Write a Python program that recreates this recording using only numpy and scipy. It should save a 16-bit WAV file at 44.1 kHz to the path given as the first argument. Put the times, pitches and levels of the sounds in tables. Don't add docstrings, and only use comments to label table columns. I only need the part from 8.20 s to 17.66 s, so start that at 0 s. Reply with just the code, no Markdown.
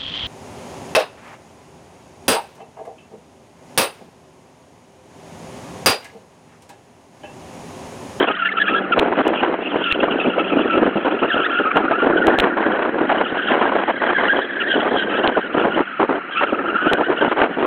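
import sys
import numpy as np
from scipy import signal
from scipy.fft import rfft, irfft
from scipy.io import wavfile

SR = 44100
rng = np.random.default_rng(int(sys.argv[2]) if len(sys.argv) > 2 else 0)


def transcribe(u):
    v = np.clip(np.atleast_2d(u).T, -1, 1)
    q = np.round(v * 32767).astype(np.int16)
    wavfile.write(sys.argv[1], SR, q)


N = 417186
TIME = np.arange(N) / SR

# time_s, level_db, octave_level_db
SLIDE_LEVELS = [(0, -22, -20), (.12, -26.5, -26.5), (.2, -29, -38), (.52, -26.5, -25), (.8, -31.5, -48),
                (.95, -33, -32.5), (1.2, -35, -25.5), (1.36, -50.5, -53), (1.42, -40, -27.5),
                (1.5, -41, -30), (1.68, -27, -23), (2.1, -32.5, -27), (2.3, -32, -27), (2.55, -25, -32.5),
                (2.75, -35, -37), (3.25, -20, -23.5), (3.7, -28, -44), (4.2, -20.5, -42),
                (4.75, -32.5, -47), (4.97, -30, -35), (5.08, -27, -29.5), (5.3, -24, -27), (5.6, -31, -39),
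                (6.1, -22.5, -31), (6.27, -29, -33.5), (6.38, -24, -33.5), (6.7, -30.5, -30),
                (7.05, -24, -26.5), (7.5, -30, -33.5), (8.05, -34.5, -45.5), (8.13, -30, -25.5),
                (8.32, -25.5, -35.5), (8.44, -19.5, -25), (8.68, -19, -29), (8.8, -24.5, -34.5),
                (8.95, -25.5, -31), (9.46, -36.5, -36)]
# time_s, pitch_hz
SLIDE_PITCH = [(0, 1504), (.3, 1400), (2.6, 1359), (3.8, 1392), (4.1, 1492), (5.3, 1461), (5.8, 1631),
               (6.7, 1601), (7.9, 1323), (8.8, 1423)]


def amp(db):
    return 10 ** (np.asarray(db) / 20)


def unit(x):
    return x / np.sqrt(np.mean(abs(x) ** 2) + 1e-20)


def curves(rows):
    times, *columns = np.transpose(rows)
    return [np.interp(TIME, times, column) for column in columns]


def colour(x, points):
    hz, db = np.transpose(points)
    f = np.fft.rfftfreq(N, 1 / SR)
    return irfft(rfft(x) * amp(np.interp(np.log(f + 1), np.log(hz), db)), N)


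def lowpass(x, hz, order=2):
    f = np.fft.rfftfreq(N, 1 / SR)
    return irfft(rfft(x) / np.sqrt(1 + (f / hz) ** (2 * order)), N)


def wander(hz):
    return unit(lowpass(rng.standard_normal(N), hz))


def flicker(depth_db, hz):
    return unit(amp(depth_db * wander(hz).clip(None, 1)))


def angle(hz):
    return 2 * np.pi * np.cumsum(hz) / SR


def whistle(hz, width_hz):
    phase = angle(hz)
    return unit(wander(width_hz / 2) * np.cos(phase) + wander(width_hz / 2) * np.sin(phase))


def tyre_scrub(waver=0.052, inner_ratio=1.19, inner_db=-7, gain_db=-2, octave_gain_db=-6):
    (hz,), (db, octave_db) = curves(SLIDE_PITCH), curves(SLIDE_LEVELS)
    surge = wander(hz=11).clip(-2, 1)
    tone_level = amp(db + 2 * surge + gain_db)
    octave_level = amp(octave_db + 5.5 * surge + octave_gain_db)
    out = np.zeros(N)
    for ratio, tyre_db in ((1, 0), (inner_ratio, inner_db)):
        pitch = hz * ratio * (1 + waver * wander(hz=32))
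        grip = flicker(depth_db=4.5, hz=49)
        bite = flicker(depth_db=3, hz=22)
        tone = tone_level * whistle(pitch, width_hz=140)
        octave = octave_level * bite * whistle(2 * pitch, width_hz=290)
        out += amp(tyre_db) * grip * (tone + octave)
    return out


def engine(waver=0.004, flutter_db=2, howl_order=3.5, roar_db=-32.5):
    # time_s, firing_hz, level_db
    revs = [(0, 187.7, -47.5), (.6, 195.6, -33), (1.4, 190, -44), (2.3, 187.5, -34), (3.3, 204.8, -51.5),
            (4, 212, -38), (5.2, 203.5, -40.5), (6.3, 203.4, -45.5), (6.85, 207, -38.5), (7.7, 203.2, -49),
            (8.6, 206.4, -59.5)]
    # multiple_of_firing_rate, relative_db
    orders = [(1, -3), (1.5, -9), (2, -19.5), (3, -9.5), (3.5, -9), (4, -10.5), (4.5, -19.5)]
    # time_s, level_db
    howl_levels = [(0, -41.5), (1.5, -45.5), (2.2, -44.5), (3.3, -37.5), (5, -49), (9.46, -48.5)]
    # frequency_hz, density_db
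    roar_spectrum = [(100, -22), (190, 4), (310, 3.5), (480, -13), (700, -0.5), (950, -3.5), (1400, 9),
                     (2900, -3.5), (3500, -22), (4000, -9)]
    (firing_hz, db), (howl_db,) = curves(revs), curves(howl_levels)
    phase = angle(firing_hz * (1 + waver * wander(hz=16)))
    lines = np.zeros(N)
    for order, line_db in orders:
        level = amp(line_db + flutter_db * wander(hz=32))
        lines += level * np.sin(order * phase + 2 * np.pi * rng.random())
    howl = unit(amp(flutter_db * wander(hz=20)) * np.sin(howl_order * phase))
    roar = unit(colour(rng.standard_normal(N), roar_spectrum))
    return amp(db) * unit(lines) + amp(howl_db) * howl + amp(roar_db) * roar


def gust_power(attack_s=0.0021, release_s=0.0053, breakup_s=0.11, even_db=-9, contrast=1.7):
    # time_s, level_db
    breeze_levels = [(0, -18.5), (.18, -45.5), (.42, -33.5), (.55, -31), (1.3, -21.5), (1.4, -30.5),
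                     (2.3, -24.5), (2.68, -21), (2.73, -32), (2.95, -27), (3.45, -27.5), (3.9, -24.5),
                     (5.1, -27), (5.5, -25), (5.77, -32.5), (6.95, -24.5), (7.25, -33.5), (7.5, -25),
                     (7.68, -45), (8.12, -39), (8.36, -25), (9.46, -29)]
    # start_s, length_s, level_db, brightness_db
    gusts = [(.003,0.051,-15,-3), (0.072,0.039,-16.5,-6.5), (0.481,0.14,-23,-11), (0.761,0.077,-12.5,-6),
             (0.82,0.12,-16.5,-7.5), (0.924,0.0084,-12,0), (0.975,0.036,-11,-6.5), (1.048,.063,-14,-7),
             (1.128,0.035,-17.5,-4.5), (1.205,0.15,-17,-3), (1.511,0.11,-22,-8.5), (1.75,0.218,-21.5,-13.5),
             (1.83,0.0088,-7.5,-5), (2.044,0.051,-18,-15), (2.158,0.075,-20.5,-9), (2.305,0.12,-19,-15.5),
             (2.535,0.065,-18,-13), (2.614,0.021,-13,-9.5), (2.757,0.032,-16.5,-11.5),
             (2.848,0.041,-12,-6.5), (2.91,0.059,-20.5,-10), (3.019,0.032,-12,-9.5), (3.158,0.05,-21,-13),
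             (3.392,0.022,-16,-12.5), (3.557,0.054,-16,-6), (3.637,0.018,-13.5,-6.5), (3.7,.028,-15.5,-3),
             (3.818,.096,-16,-9), (3.933,0.147,-20,-20), (4.062,.09,-14,-6.5), (4.178,.11,-14,-5),
             (4.37,0.074,-18,-3), (4.46,0.063,-18,-6.5), (4.544,0.15,-18.5,-4), (4.729,0.045,-21,-18),
             (4.783,0.0085,-10,-4), (4.806,.05,-16.5,-8), (4.891,0.037,-10,-2), (4.942,0.086,-15,-5),
             (5.143,0.028,-19,3), (5.285,0.14,-14,-3.5), (5.417,0.221,-16,-2.5), (5.679,0.031,-11,-3.5),
             (5.814,.12,-15,-3.5), (5.979,0.097,-16,-3.5), (6.134,0.066,-13,-6), (6.558,0.033,-14,-11.5),
             (6.617,0.074,-17.5,-3.5), (6.716,0.052,-15,-9.5), (6.979,0.042,-18.5,-12),
             (7.035,0.068,-14.5,-6), (7.167,0.025,-13,-8), (7.344,.08,-18,-8.5), (7.432,0.058,-16,-8.5),
             (7.559,0.056,-14.5,-6.5), (7.794,0.056,-12.5,-6.5), (7.891,0.04,-14.5,-8),
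             (7.937,0.042,-19,-7), (8.209,0.031,-11.5,1), (8.323,0.017,-20,-14), (8.656,0.025,-17.5,-11),
             (8.713,0.031,-12.5,-8), (8.777,0.052,-15.5,-7.5), (8.883,0.051,-15.5,-8),
             (9.008,0.07,-15.5,-8), (9.114,0.015,-9,-4), (9.164,0.1,-13.5,-4), (9.37,0.085,-17,-7.5)]
    (breeze_db,) = curves(breeze_levels)
    breeze = (amp(breeze_db) * flicker(depth_db=4, hz=25)) ** 2
    flutter = flicker(depth_db=3.5, hz=42) ** 2
    dull, bright = 0.73 * breeze, 0.27 * breeze
    for start, length, db, brightness_db in gusts:
        first, last = int((start - 5 * attack_s) * SR), int((start + length + 8 * release_s) * SR)
        at = np.arange(max(first, 0), min(last, N))
        t = TIME[at] - start
        rise = (1 + np.tanh(t / attack_s - 1)) / 2
        fall = (1 + np.tanh((length - t) / release_s)) / 2
        breakup = min(length / breakup_s, 1)
        power = amp(db) ** 2 * flutter[at] ** breakup * rise * fall
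        bright_share = 1 / (1 + amp(contrast * (even_db - brightness_db)) ** 2)
        dull[at] += (1 - bright_share) * power
        bright[at] += bright_share * power
    return dull, bright


def slaps(per_s=22, rise_s=0.0024, push_db=2):
    t = np.arange(SR // 20) / SR
    hits = (rng.random(N) < per_s / SR).astype(float)
    push = t / rise_s * np.exp(1 - t / rise_s)
    return amp(push_db) * signal.oaconvolve(hits, push)[:N].clip(0, 1)


def wind(eddy_db=4, gain_db=4, bright_db=-1, rasp_growth=1.86, rumble_db=-44.5):
    # frequency_hz, density_db
    air_spectrum = [(20, -40.5), (100, -35), (165, -14), (250, 0), (330, 3), (650, -2), (1100, -9),
                    (1500, -14), (2100, -23.5), (4000, -37.5)]
    dull_power, bright_power = gust_power()
    power = dull_power + bright_power
    eddies = rng.standard_normal(N) * amp(eddy_db * wander(hz=140))
    air = unit(colour(eddies, air_spectrum))
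    air /= np.sqrt(lowpass(air ** 2, hz=20, order=1).clip(0.05))
    air = unit(air * (1 + slaps()))
    low = lowpass(air, hz=560, order=3)
    treble = air - lowpass(air, hz=1500, order=3)
    buffet = low * np.sqrt(dull_power) + amp(bright_db) * (air - low) * np.sqrt(bright_power)
    rasp = treble * np.sqrt(bright_power) * (bright_power / power) ** rasp_growth
    rumble = amp(rumble_db) * wander(hz=100) * np.sqrt(power)
    return amp(gain_db) * (buffet + rasp) + rumble


def faint_squeals(per_s=9.8, typical_s=0.017, pitch_spread=0.098, glide_spread_hz=96, octave_db=-10):
    (hz,), (db, _) = curves(SLIDE_PITCH), curves(SLIDE_LEVELS)
    places, chances = rng.random((200, 2)).T
    scatter = rng.standard_normal((len(places), 4)).clip(-2, 2)
    rows = []
    for place, chance, (stretch, detune, glide, accent) in zip(places, chances, scatter):
        if chance < per_s * N / SR / len(places):
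            i = int(place * N)
            length = typical_s * np.exp(0.4 * stretch)
            pitch_hz = hz[i] * (1 + pitch_spread * detune)
            level_db = min(db[i] - 2 + 2 * accent, -26)
            rows.append((i / SR, length, pitch_hz, glide_spread_hz * glide, level_db, octave_db))
    return rows


def swell(middle, length, rise_exponent=5, fall_exponent=3.17):
    at = np.arange(max(int((middle - length) * SR), 0), min(int((middle + 2 * length) * SR), N))
    place = (at / SR - middle) / (length / 2)
    power = np.exp(-abs(place) ** np.where(place < 0, rise_exponent, fall_exponent))
    return at, place, power


def tyre_squeals(jitter=0.022, rasp_rad=0.13, octave_rasp_rad=0.86, flutter_db=3.5, gain_db=1):
    # middle_s, length_s, pitch_hz, glide_hz, level_db, octave_relative_db
    loud_squeals = [(0.215, 0.043, 1393, -72.5, -20, -10.5), (0.264, 0.027, 1385, -61, -20.5, -2.5),
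                    (.267, 0.025, 1730, 10, -18.5, -17.5), (0.292, 0.0064, 2060, 126, -17, -26),
                    (.323, 0.013, 1710, 45, -21, -11), (0.38, 0.015, 1330, -27, -16.5, -9),
                    (0.414, 0.025, 1666, -5, -16.5, -9.5), (0.49, 0.017, 1780, 161, -22, -18),
                    (0.541, 0.061, 1316, 53, -22, -14), (0.574, 0.036, 1650, 124.5, -22.5, -7.5),
                    (0.73, .02, 1353, -65, -19.5, -8.5), (1.69, .09, 1372, -59, -29.5, -2),
                    (2.033, 0.027, 1292, -27, -28.5, -1), (2.205, 0.025, 1308, 56.5, -22.5, -3.5),
                    (2.323, 0.046, 1300, -140, -30.5, 1.5), (2.534, .07, 1340, 0, -22.5, -5.5),
                    (3.109, .03, 1677, -400, -21, -8.5), (3.202, .045, 1398, -77, -23.5, -16.5),
                    (3.349, .07, 1385, 41.5, -22.5, -9.5), (3.474, .036, 1254, 69, -20, -15.5),
                    (3.516, 0.015, 1162, 16, -27.5, -2), (3.568, 0.029, 1395, -31, -19.5, -8.5),
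                    (3.685, 0.0076, 1328, 34, -14.5, -30), (3.747, .038, 1302, 5, -25.5, -10.5),
                    (3.812, 0.052, 1420, -69, -24, -12.5), (3.982, .02, 1493, 132, -21, -8.5),
                    (5.29, .06, 1585, 55.5, -30.5, 1), (5.968, 0.044, 1650, -92.5, -21, -17.5),
                    (5.989, .014, 2080, -7, -25, -27.5), (6.113, .03, 1618, 15, -12, -17),
                    (6.414, 0.024, 1402, -54.5, -25.5, 1), (6.474, .022, 1794, 239, -23, -12.5),
                    (6.522, 0.062, 1550, -137, -21, -3), (6.796, 0.071, 1563, -136, -29, -2),
                    (6.948, 0.08, 1313, -5.5, -27.5, -5), (8.143, .06, 1547, -91.5, -35, -2),
                    (8.19, 0.037, 1355, 29, -23.5, -2), (8.491, 0.0078, 1310, -13, -20.5, -19),
                    (8.558, .022, 1338, 13, -18.5, -20.5), (8.63, 0.071, 1500, 68, -24, -13.5),
                    (8.683, .054, 1406, 351, -20, -7)]
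    waver = 1 + jitter * wander(hz=97)
    flutter = amp(flutter_db * wander(hz=60))
    rasp, octave_rasp = rasp_rad * wander(hz=130), octave_rasp_rad * wander(hz=310)
    out = np.zeros(N)
    for middle, length, pitch_hz, glide_hz, db, octave_db in loud_squeals + faint_squeals():
        at, place, power = swell(middle, length)
        hz = pitch_hz + glide_hz * place.clip(-1, 1) / 2
        phase = angle(hz * waver[at])
        tone = np.sin(phase + rasp[at])
        octave = amp(octave_db) * np.sin(2 * phase + octave_rasp[at])
        out[at] += amp(db + gain_db) * np.sqrt(2 * power) * (tone + octave) * flutter[at]
    return out


def cracks(ceiling, ring_hz=2900, ring_s=0.00014, thump_hz=80, thump_s=0.0018, thump_db=-15,
           edge_hz=7000, edge_s=0.00008):
    # start_s, snap_db, edge_db
    overloads = [(0.792, 0, -28), (.796, 1.5, -11.5), (1.080, -18, -16), (1.725, 1.5, -20.5),
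                 (2.856, -23, -38), (3.572, -16, -23), (4.07, -6, -11.5), (4.1879, 0, -14),
                 (4.1997, 3, -24), (4.2029, 0.5, -12.5), (7.076, 0.5, -75), (8.734, 0, -11.5)]
    t = np.arange(SR // 20) / SR
    ring = np.sin(2 * np.pi * ring_hz * t) * (t / ring_s) * np.exp(1 - t / ring_s)
    thump = amp(thump_db) * np.exp(-t / thump_s) * np.sin(2 * np.pi * thump_hz * t)
    edge = np.exp(-t / edge_s) * np.sin(2 * np.pi * edge_hz * t)
    snap_hits, edge_hits = np.zeros(N), np.zeros(N)
    for start, snap_db, edge_db in overloads:
        i = int(start * SR)
        snap_hits[i], edge_hits[i] = amp(snap_db), amp(edge_db)
    swing = signal.oaconvolve(snap_hits, ring + thump)[:N]
    body = ceiling * np.tanh(swing / ceiling)
    return lowpass(body, hz=4250, order=40) + signal.oaconvolve(edge_hits, edge)[:N]


def scene():
    return (tyre_squeals() + tyre_scrub() + engine() + wind())[None]


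def record(dry, ceiling=0.93, hiss_db=-16, crack_limit=0.7, band_limit_hz=15900):
    # frequency_hz, gain_db
    response = [(3300, 0), (3550, -9), (3950, -9), (4200, -18.5), (4400, -27), (4600, -88)]
    squashed = ceiling * np.tanh(dry[0] / ceiling)
    hiss = amp(hiss_db) * lowpass(abs(squashed), hz=18) * rng.standard_normal(N)
    heard = colour(squashed + hiss, response)
    snaps = cracks(ceiling)
    blocked = (lowpass(abs(snaps), hz=300, order=1) * 2 / ceiling).clip(0, 1)
    heard = heard * (1 - lowpass(blocked, hz=300)) + snaps.clip(-crack_limit, crack_limit)
    band_limit = signal.firwin(511, band_limit_hz, window=("kaiser", 9), fs=SR)
    return signal.oaconvolve(heard, band_limit, "same")[None]


dry = scene()
out = record(dry)
transcribe(out)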